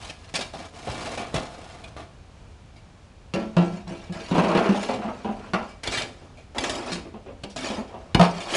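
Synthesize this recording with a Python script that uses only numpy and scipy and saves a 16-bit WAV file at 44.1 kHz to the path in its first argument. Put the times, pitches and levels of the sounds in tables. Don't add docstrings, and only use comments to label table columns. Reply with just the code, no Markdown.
import sys
import numpy as np
from scipy import signal
from scipy.io import wavfile
from scipy.ndimage import uniform_filter1d

SR = 44100
rng = np.random.default_rng(int(sys.argv[2]) if len(sys.argv) > 2 else 0)


def output_pcm(signal):
    pcm = np.clip(np.atleast_2d(signal).T, -1, 1) * 32767
    wavfile.write(sys.argv[1], SR, np.round(pcm).astype(np.int16))


N = 377496
TIME = np.arange(N) / SR
RING = TIME[:26000]


def amp(db):
    return 10 ** (np.asarray(db) / 20)


def unit(x):
    return x / np.sqrt(np.sum(x ** 2) + 1e-20)


def struck(x, size=1100):
    return x / np.sqrt(np.mean(x[:size] ** 2) + 1e-20)


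def read(points, hz):
    f, value = np.transpose(points)
    return np.interp(np.log(hz + 1), np.log(f), value)


def add(mix, s, sound):
    part = mix[max(round(s * SR), 0):][:len(sound)]
    part += sound[:len(part)]


def through(x, response):
    return signal.oaconvolve(x, response)[:len(x)]


def colour(points, size=4096):
    hz = abs(np.fft.fftfreq(size, 1 / SR))
    log_gain = np.log(amp(read(points, hz)))
    spectrum = np.exp(np.conj(signal.hilbert(log_gain)))
    return unit(np.fft.ifft(spectrum).real[:size // 2])


def favour(x, hz, depth_db):
    hump = [(hz / 3.35, -depth_db), (hz, 0), (hz * 2.85, -depth_db)]
    return through(x, colour(hump, size=1024))


def dense_ring(t60s, size=256):
    hz, t, bands = signal.stft(rng.standard_normal(len(RING)), SR, nperseg=size)
    fade = amp(-60 * t / read(t60s, hz)[:, None])
    return unit(signal.istft(bands * fade, SR, nperseg=size)[1][:len(RING)])


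def modal_ring(modes, spread_db):
    hz, db, t60 = np.transpose(modes)[:, :, None]
    sign = rng.choice([-1, 1], hz.shape)
    weight = amp(db + spread_db * rng.standard_normal(hz.shape)) * sign
    decay = np.exp(-np.log(1000) * RING / t60)
    return unit((weight * decay * np.sin(2 * np.pi * hz * RING)).sum(0))


def contacts(length, per_s, spread_db):
    size = amp(spread_db * np.minimum(rng.exponential(1, length), 3.5))
    size = size * rng.choice([-1, 1], length)
    hit = rng.random(length) < per_s / SR
    return unit(size * hit) * np.sqrt(length)


# frequency in Hz, relative level in dB.
AIR_COLOUR = [(15, -45), (25, -4.5), (87, -1.5), (156, -10.5), (336, -20.5), (759, -22), (1510, -29),
              (1710, -29.5), (2050, -32.5), (2390, -29.5), (2580, -31), (6960, -40), (11000, -49.5),
              (14300, -81), (22000, -120)]
AIR_DB = -47


def air():
    rates_hz = np.geomspace(.3, 6, num=12)
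    swell = sum(np.sin(2 * np.pi * (f * TIME + rng.random())) for f in rates_hz)
    return amp(AIR_DB + 0.15 * swell) * through(rng.standard_normal(N), colour(AIR_COLOUR))


# frequency in Hz, time to fall by 60 dB in seconds.
WOODS_T60 = [(100, 0.37), (500, 0.59), (2500, 0.42), (9000, 0.44)]


def woods_echo(work):
    scatter = unit(dense_ring(WOODS_T60) * (1 - np.exp(-RING / 0.0066)))
    return amp(-12) * through(work, scatter)


# start in seconds, level in dB before a common 1 dB cut.
THUDS = [(0.892, -32.5), (1.348, -30), (5.88, -35), (5.97, -38.5), (6.582, -39), (8.144, -22), (8.196, -38)]
# frequency in Hz, relative level in dB.
GROUND_COLOUR = [(20, -38), (45, -2.5), (90, -5), (130, -7), (220, -26.5), (600, -43), (3000, -77)]


def thuds():
    out = np.zeros(N)
    for s, db in THUDS:
        push = rng.standard_normal(len(RING)) * np.exp(-RING / .011)
        add(out, s, amp(db - 1.0) * struck(through(push, colour(GROUND_COLOUR))))
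    return out


# frequency in Hz, relative level in dB.
GRIT_COLOUR = [(300, -19.5), (900, 3), (1400, -4), (1900, -3), (2700, -2), (3600, -2), (4600, -4),
               (6000, -6.5), (8000, -9), (11000, -15.5)]


def clinks(strength, per_s, t60, size=3000):
    out, t = np.zeros(N), RING[:size]
    for when, pitch, force, overtone in rng.random((round(per_s * N / SR), 4)):
        hz = 1200 * 6 ** pitch
        partials = np.sin(2 * np.pi * hz * t)
        partials = partials + .5 * np.sin(2 * np.pi * hz * (1.2 + overtone / 2) * t)
        chink = unit(partials * np.exp(-np.log(1000) * t / t60))
        level_db = read(GRIT_COLOUR, hz) + 5 * pitch + 10 * (force - 1.0)
        add(out, when * N / SR, strength[int(when * N)] * amp(level_db) * chink)
    return out * np.sqrt(SR / per_s)


def stick_slip(depth_db, size=700):
    wobble = uniform_filter1d(uniform_filter1d(rng.standard_normal(N), size), size // 4)
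    level_db = depth_db * np.clip(wobble / wobble.std(), -2, 1.5)
    return unit(amp(level_db)) * np.sqrt(N)


ATTACK_S, RELEASE_S, SETTLE_DB, SETTLE_S = 0.0059, 0.049, -25, 0.15


def effort(strokes):
    power = np.zeros((2, N))
    for s, length, grit_db, body_db, swell_db in strokes:
        t = TIME[:2 * SR]
        after = np.maximum(t - length, 0)
        push = np.minimum(t / ATTACK_S, 1) * amp(swell_db * (np.minimum(t / length, 1) - .5))
        stop = np.maximum(np.exp(-after / RELEASE_S), amp(SETTLE_DB) * np.exp(-after / SETTLE_S))
        add(power[0], s, (amp(grit_db) * push * stop) ** 2)
        add(power[1], s, (amp(body_db) * push * stop) ** 2)
    return np.sqrt(power)


# frequency in Hz, relative level in dB, time to fall by 60 dB in seconds.
BLADE_MODES = [(1673, -1, .16), (1800, -5, .1), (2055, -6, .12), (2305, -1, .17), (2478, -2, .14),
               (2759, -4, .17), (2815, -5, .14), (2960, -5, .15), (3190, -2, .08), (4250, -7, .08),
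               (4700, -6, .08), (5254, -7, .14), (6680, -9, .07)]


def blade(spectrum, ring_db):
    tick = amp(4) * unit(rng.standard_normal(len(RING)) * np.exp(-RING / 0.0059))
    tick[0] += 1
    coloured = unit(through(tick, colour(spectrum)))
    return unit(coloured + amp(ring_db) * modal_ring(BLADE_MODES, spread_db=2))


# multiple of the boom pitch,
# relative level in dB, time to fall by 60 dB in seconds before scaling by sustain.
LID_MODES = [(1.16, -0.5, 0.66), (1.6, -6, .25), (1.93, 0, 0.31), (2.07, -4, .42)]
# frequency in Hz, relative level in dB, fall time in seconds, likewise.
CAN_MODES = [(340.9, 4, 0.21), (567, -1.5, 0.2), (653, -3, 0.31), (706, -15, 0.67), (750, -28, 0.28),
             (788, -8, 0.41), (850, -18, 0.6), (971, -6.5, 0.29), (1000, -30, 0.32), (1190, -35, 0.56),
             (1349, -8.5, 0.23)]
# frequency in Hz, relative level in dB.
SHEET_COLOUR = [(100, -40), (180, -5), (280, -4.5), (340, -9.5), (440, -6), (560, -4), (700, -3), (900, -5),
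                (1150, -4.5), (1500, -12), (2000, -14.5), (2700, -11.5), (4000, -24), (10000, -49.5)]
# frequency in Hz, time to fall by 60 dB in seconds.
SHEET_T60 = [(170, 0.49), (400, 0.32), (900, 0.17), (2500, 0.22), (8000, 0.12)]


def can(lid_hz, sustain, modes_db):
    sheet = unit(through(dense_ring(SHEET_T60), colour(SHEET_COLOUR)))
    lid_modes = np.array(LID_MODES) * [lid_hz, 1, 1]
    modes = np.vstack([lid_modes, CAN_MODES]) * [1, 1, sustain]
    return unit(sheet + amp(modes_db) * modal_ring(modes, spread_db=3.0))


# start in seconds, length in seconds, level in dB.
GROWLS = [(6.546, 0.436, -42), (7.569, 0.266, -41.5)]
GROWL_HZ, GROWL_ARCH_HZ = 235, 45.6


def growls():
    out = np.zeros(N)
    for s, length, db in GROWLS:
        t = np.arange(0, length, 1 / SR)
        slips = contacts(len(t), per_s=190, spread_db=3)
        pitch = GROWL_HZ + GROWL_ARCH_HZ * np.sin(np.pi * t / length)
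        turn = np.exp(2j * np.pi * np.cumsum(pitch) / SR)
        pole = np.exp(-np.pi * 70 / SR)
        ring = (turn * signal.lfilter([1], np.poly([pole, pole]), slips / turn)).real
        add(out, s, amp(db) * ring / ring.std() * signal.windows.tukey(len(t), .1))
    return out


# start in seconds, length in seconds, grit on the blade in dB,
# crunch of the heap in dB, swell over the stroke in dB.
DIGS = [(0, 0.078, -43, -45.5, -3), (.15, 0.16, -56.5, -56, 8), (.345, 0.049, -37, -33.5, 1),
        (.53, 0.1, -46, -39.5, 2), (.73, 0.142, -47.5, -41.5, 11.5), (.87, 0.265, -41.5, -35, 1),
        (1.172, .165, -46.5, -35.5, -11.5), (1.348, 0.09, -42.5, -30.5, -12),
        (1.42, 0.47, -53, -45.5, -0.5), (1.96, 0.065, -51.5, -39, -8)]
# time in seconds, share from 0 to 1.
DEPTH = [(.45, 0.98), (.9, 1), (1.5, 0.97), (2.1, 1)]
# frequency in Hz, relative level in dB.
HEAP_COLOUR = [(40, -22), (110, 4.5), (240, 2), (400, -3), (560, 1), (690, 7.5), (950, -8), (1250, -7.5),
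               (1700, -18.5), (4000, -13), (10000, -97)]


def digging(count=6):
    grit, crunch = effort(DIGS) * stick_slip(depth_db=2)
    depth = np.clip(np.interp(TIME, *np.transpose(DEPTH)), 0, 1)
    out = np.zeros(N)
    for lump_hz in np.geomspace(240, 1900, num=count):
        grains = contacts(N, per_s=200, spread_db=3.5)
        lumps = contacts(N, per_s=70, spread_db=-0.5)
        hollow = through(rng.standard_normal(len(RING)) * np.exp(-RING / 0.0093), colour(HEAP_COLOUR))
        heap = unit(favour(hollow, lump_hz, depth_db=14.0))
        moved = depth ** ((500 / lump_hz) ** 2)
        out += through(grit * grains, blade(GRIT_COLOUR, ring_db=-8.5))
        out += through(moved * crunch * (0.68 * lumps + .5 * grains), heap)
    return out / np.sqrt(count) + amp(-2) * clinks(grit, per_s=170, t60=.07)


# start in seconds, bite in dB, crunch in dB,
# centre of the bite in Hz, length in seconds.
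CATCHES = [(.096, -38.5, -42, 2420, 0.014), (0.34, -30.5, -35.5, 3500, 0.022),
           (.355, -26.5, -40, 5050, .01), (0.389, -41, -35.5, 2500, 0.014), (0.41, -32.5, -43, 3180, .016),
           (.537, -57, -37, 3000, 0.035), (0.872, -48, -30, 1350, 0.022),
           (1.173, -35.5, -34.5, 2660, 0.029), (1.342, -34, -27, 1720, 0.013),
           (1.362, -35, -50, 3000, 0.0063), (1.839, -44, -55, 1730, 0.011),
           (1.965, -55, -40.5, 1300, 0.0074), (2.762, -55, -53, 2250, 0.035),
           (4.123, -42.5, -43, 2340, 0.029), (4.83, -36.5, -48, 2390, 0.01), (4.936, -40, -30, 2380, 0.032),
           (5.833, -34.5, -41, 1260, 0.012), (5.874, -30, -41, 2570, 0.0064), (5.92, -30, -58, 2400, 0.068),
           (5.972, -27.5, -51, 2570, 0.037), (6.019, -34, -39.5, 3270, 0.015),
           (6.373, -52.5, -49, 2470, 0.061), (6.583, -27, -38, 2300, 0.0072),
           (6.637, -28.5, -36, 2510, 0.018), (6.696, -30.5, -35, 3280, .017),
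           (6.922, -33.5, -55, 5440, 0.028), (7.435, -39.5, -42, 2330, 0.0049),
           (7.499, -50, -55, 5250, .03), (7.561, -37.5, -33.5, 5700, .02), (8.403, -37.5, -48, 2590, 0.019)]


def catches():
    out = np.zeros(N)
    for s, bite_db, crunch_db, centre_hz, length in CATCHES:
        u = RING / max(length, .002)
        fractures = contacts(len(RING), per_s=1800, spread_db=1.5)
        force = unit(fractures * (1.17 + 2 * u) * np.exp(-2.2 * u))
        force[0] += .15
        bite = favour(through(force, blade(GRIT_COLOUR, ring_db=-8.5)), centre_hz, depth_db=8)
        crunch = favour(through(force, colour(HEAP_COLOUR)), centre_hz / 3.4, depth_db=3)
        add(out, s, amp(bite_db) * struck(bite) + amp(crunch_db) * struck(crunch))
    return out


# frequency in Hz, relative level in dB.
CRACK_COLOUR = [(300, -3.5), (1000, -3), (1800, -0.5), (2600, -3), (4500, -5.5), (7000, -16.5),
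                (11000, -24.5)]


def sliding(strokes, low_hz, high_hz, grains_per_s, ring_db, clink_db, count=6):
    grit, drumming = effort(strokes) * stick_slip(depth_db=0.5)
    out = np.zeros(N)
    for spot_hz in np.geomspace(low_hz, high_hz, num=count):
        grains = contacts(N, per_s=grains_per_s, spread_db=2.5)
        lumps = contacts(N, per_s=14, spread_db=1.5)
        loaded = can(rng.uniform(168, 230), sustain=.5, modes_db=-3)
        lid = unit(favour(loaded, spot_hz, depth_db=11.5))
        lid += amp(-18) * blade(CRACK_COLOUR, ring_db=-10)
        out += through(grit * (0.51 * grains + 0.15 * lumps), blade(GRIT_COLOUR, ring_db))
        out += through(drumming * (.9 * lumps + .3 * grains), lid)
    return out / np.sqrt(count) + amp(clink_db) * clinks(grit, per_s=300, t60=.06)


# start in seconds, length in seconds, grit in dB,
# drumming of the lid in dB, swell over the slide in dB.
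SLIDES = [(3.4, 0.13, -53.5, -45.5, -9), (3.62, .15, -46, -44, -0.5), (3.87, .2, -47, -47, -6.5),
          (4.14, 0.16, -41.5, -40.5, 2), (4.34, 0.396, -40, -26.5, -3.5), (4.75, 0.17, -37, -35, -3),
          (5.0, 0.49, -52, -44.5, -2), (5.55, 0.16, -50, -54.5, 2.5)]


def pour():
    return sliding(SLIDES, low_hz=198.6, high_hz=1330, grains_per_s=230, ring_db=0.5, clink_db=-2.5)


# start in seconds, length in seconds, grit in dB,
# drumming of the lid in dB, swell over the stroke in dB.
SCRAPES = [(5.835, 0.18, -37.5, -35, -2.5), (6.17, .1, -59, -50, -3), (6.545, 0.017, -44.5, -29, 1),
           (6.585, 0.18, -36, -34, 1), (6.75, 0.16, -43.5, -39.5, 15), (7.57, 0.11, -34, -36.5, 4.5),
           (7.69, 0.1, -42, -37, -8), (7.86, 0.36, -62.5, -51.5, -8), (8.26, 0.27, -40.5, -37.5, 8),
           (8.48, 0.076, -30.5, -37.5, 18.5)]


def scrape():
    return sliding(SCRAPES, low_hz=296, high_hz=1230, grains_per_s=940, ring_db=-2, clink_db=0)


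LOADED_S = 4.3


def knock(s, clang_db, boom_db, crack_db, hz, centre_hz, hold, chatter_db):
    u = RING / max(hold, .005)
    swing = np.exp(-.7 * u) / (1 + (u / 1.2) ** 8)
    sustain, modes_db = (1.28, 2.5) if s < LOADED_S else (0.6, -3)
    hum = 0.092 * np.exp(-RING / (0.059 * sustain))
    turns = hz * np.cumsum(1 + 0.0061 * swing) / SR
    boom = np.sin(2 * np.pi * turns) * (1 - np.exp(-RING / 0.0036)) * (swing + hum)
    force = amp(chatter_db) * unit(contacts(len(RING), per_s=900, spread_db=5.0) * swing)
    force[0] += 1
    clang = favour(through(force, can(hz, sustain, modes_db)), centre_hz, depth_db=11.5)
    crack = through(force, blade(CRACK_COLOUR, ring_db=-8.0))
    return amp(boom_db) * struck(boom) + amp(clang_db) * struck(clang) + amp(crack_db) * struck(crack)


# start in seconds, clang in dB, boom in dB, crack in dB,
# boom pitch in Hz, centre of the clang in Hz, time scale of the swing in seconds (5 ms at least).
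BLOWS = [(3.338, -28.5, -28, -32, 177.6, 500, 0.011), (3.36, -29, -30.5, -41, 188, 318, 0.066),
         (3.567, -21, -14, -33.5, 173.4, 650, 0.058), (4.312, -24.5, -21.5, -44, 176.7, 336, 0.026),
         (4.575, -24, -27, -33, 171, 650, 0.026), (4.691, -25.5, -15, -39, 198.2, 410, 0.033),
         (5.535, -22, -23, -33.5, 190.5, 1150, 0.025), (6.919, -39, -34.5, -35.5, 174, 313, 0.06),
         (7.438, -36.5, -41, -45, 174, 410, 0.014), (8.147, -19.5, -17, -21.5, 176, 640, 0.0089),
         (8.196, -13, -12, -27.5, 176, 750, 0.03), (8.213, -20.5, -19, -23, 175.4, 900, 0.047)]
BLOW_CHATTER_DB = 1
# start in seconds, clang in dB, boom in dB, centre of the clang in Hz.
LUMPS = [(3.729, -54, -42, 650), (3.871, -42, -34, 595), (3.908, -37, -35, 370), (4.096, -42, -30, 353),
         (4.151, -42, -38, 646), (4.351, -23, -27, 540), (4.381, -22.5, -19, 580), (4.439, -24, -31, 686),
         (4.489, -22.5, -26, 635), (4.55, -19, -20, 417), (4.659, -25, -38, 394), (4.744, -29, -51, 770),
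         (4.82, -32.5, -57, 757), (4.889, -23.5, -32, 577), (4.988, -35, -32.5, 446),
         (5.021, -32.5, -51, 750), (5.049, -32.5, -31.5, 485), (5.08, -33.5, -33, 910),
         (5.246, -29.5, -31, 716), (5.289, -33.5, -27, 665), (5.606, -35, -43, 736),
         (7.053, -40.5, -52, 345), (7.14, -40, -39, 555), (7.262, -40.5, -50, 383), (7.287, -42, -50, 554),
         (7.699, -56, -33, 400), (7.78, -35.5, -31, 616), (7.942, -37.5, -46, 620)]
LUMP_SWING_S, LUMP_CHATTER_DB = 0.031, -2
LUMP_CRACK_DB, LUMP_CRACK_GROWTH = -7.5, 1.53
EMPTY_HZ, LOADED_HZ, HEAPING_S = 177.3, 214.3, (4.5, 4.8)


def knocks():
    out = np.zeros(N)
    for s, *blow in BLOWS:
        add(out, s, knock(s, *blow, BLOW_CHATTER_DB))
    for s, clang_db, boom_db, centre_hz in LUMPS:
        hz = np.interp(s, HEAPING_S, [EMPTY_HZ, LOADED_HZ])
        crack_db = LUMP_CRACK_DB + LUMP_CRACK_GROWTH * clang_db
        add(out, s, knock(s, clang_db, boom_db, crack_db, hz, centre_hz, LUMP_SWING_S, LUMP_CHATTER_DB))
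    return out


def scene():
    work = thuds() + growls() + digging() + catches() + pour() + scrape() + knocks()
    return (air() + woods_echo(work) + work)[None]


EDGE_HZ = 11050


def record(dry):
    pressed = 1.3 * np.tanh(dry / 1.3)
    lowpass = signal.firwin(511, EDGE_HZ, window=("kaiser", 8), fs=SR)
    return signal.oaconvolve(pressed, lowpass[None], "same")


dry = scene()
out = record(dry)
output_pcm(out)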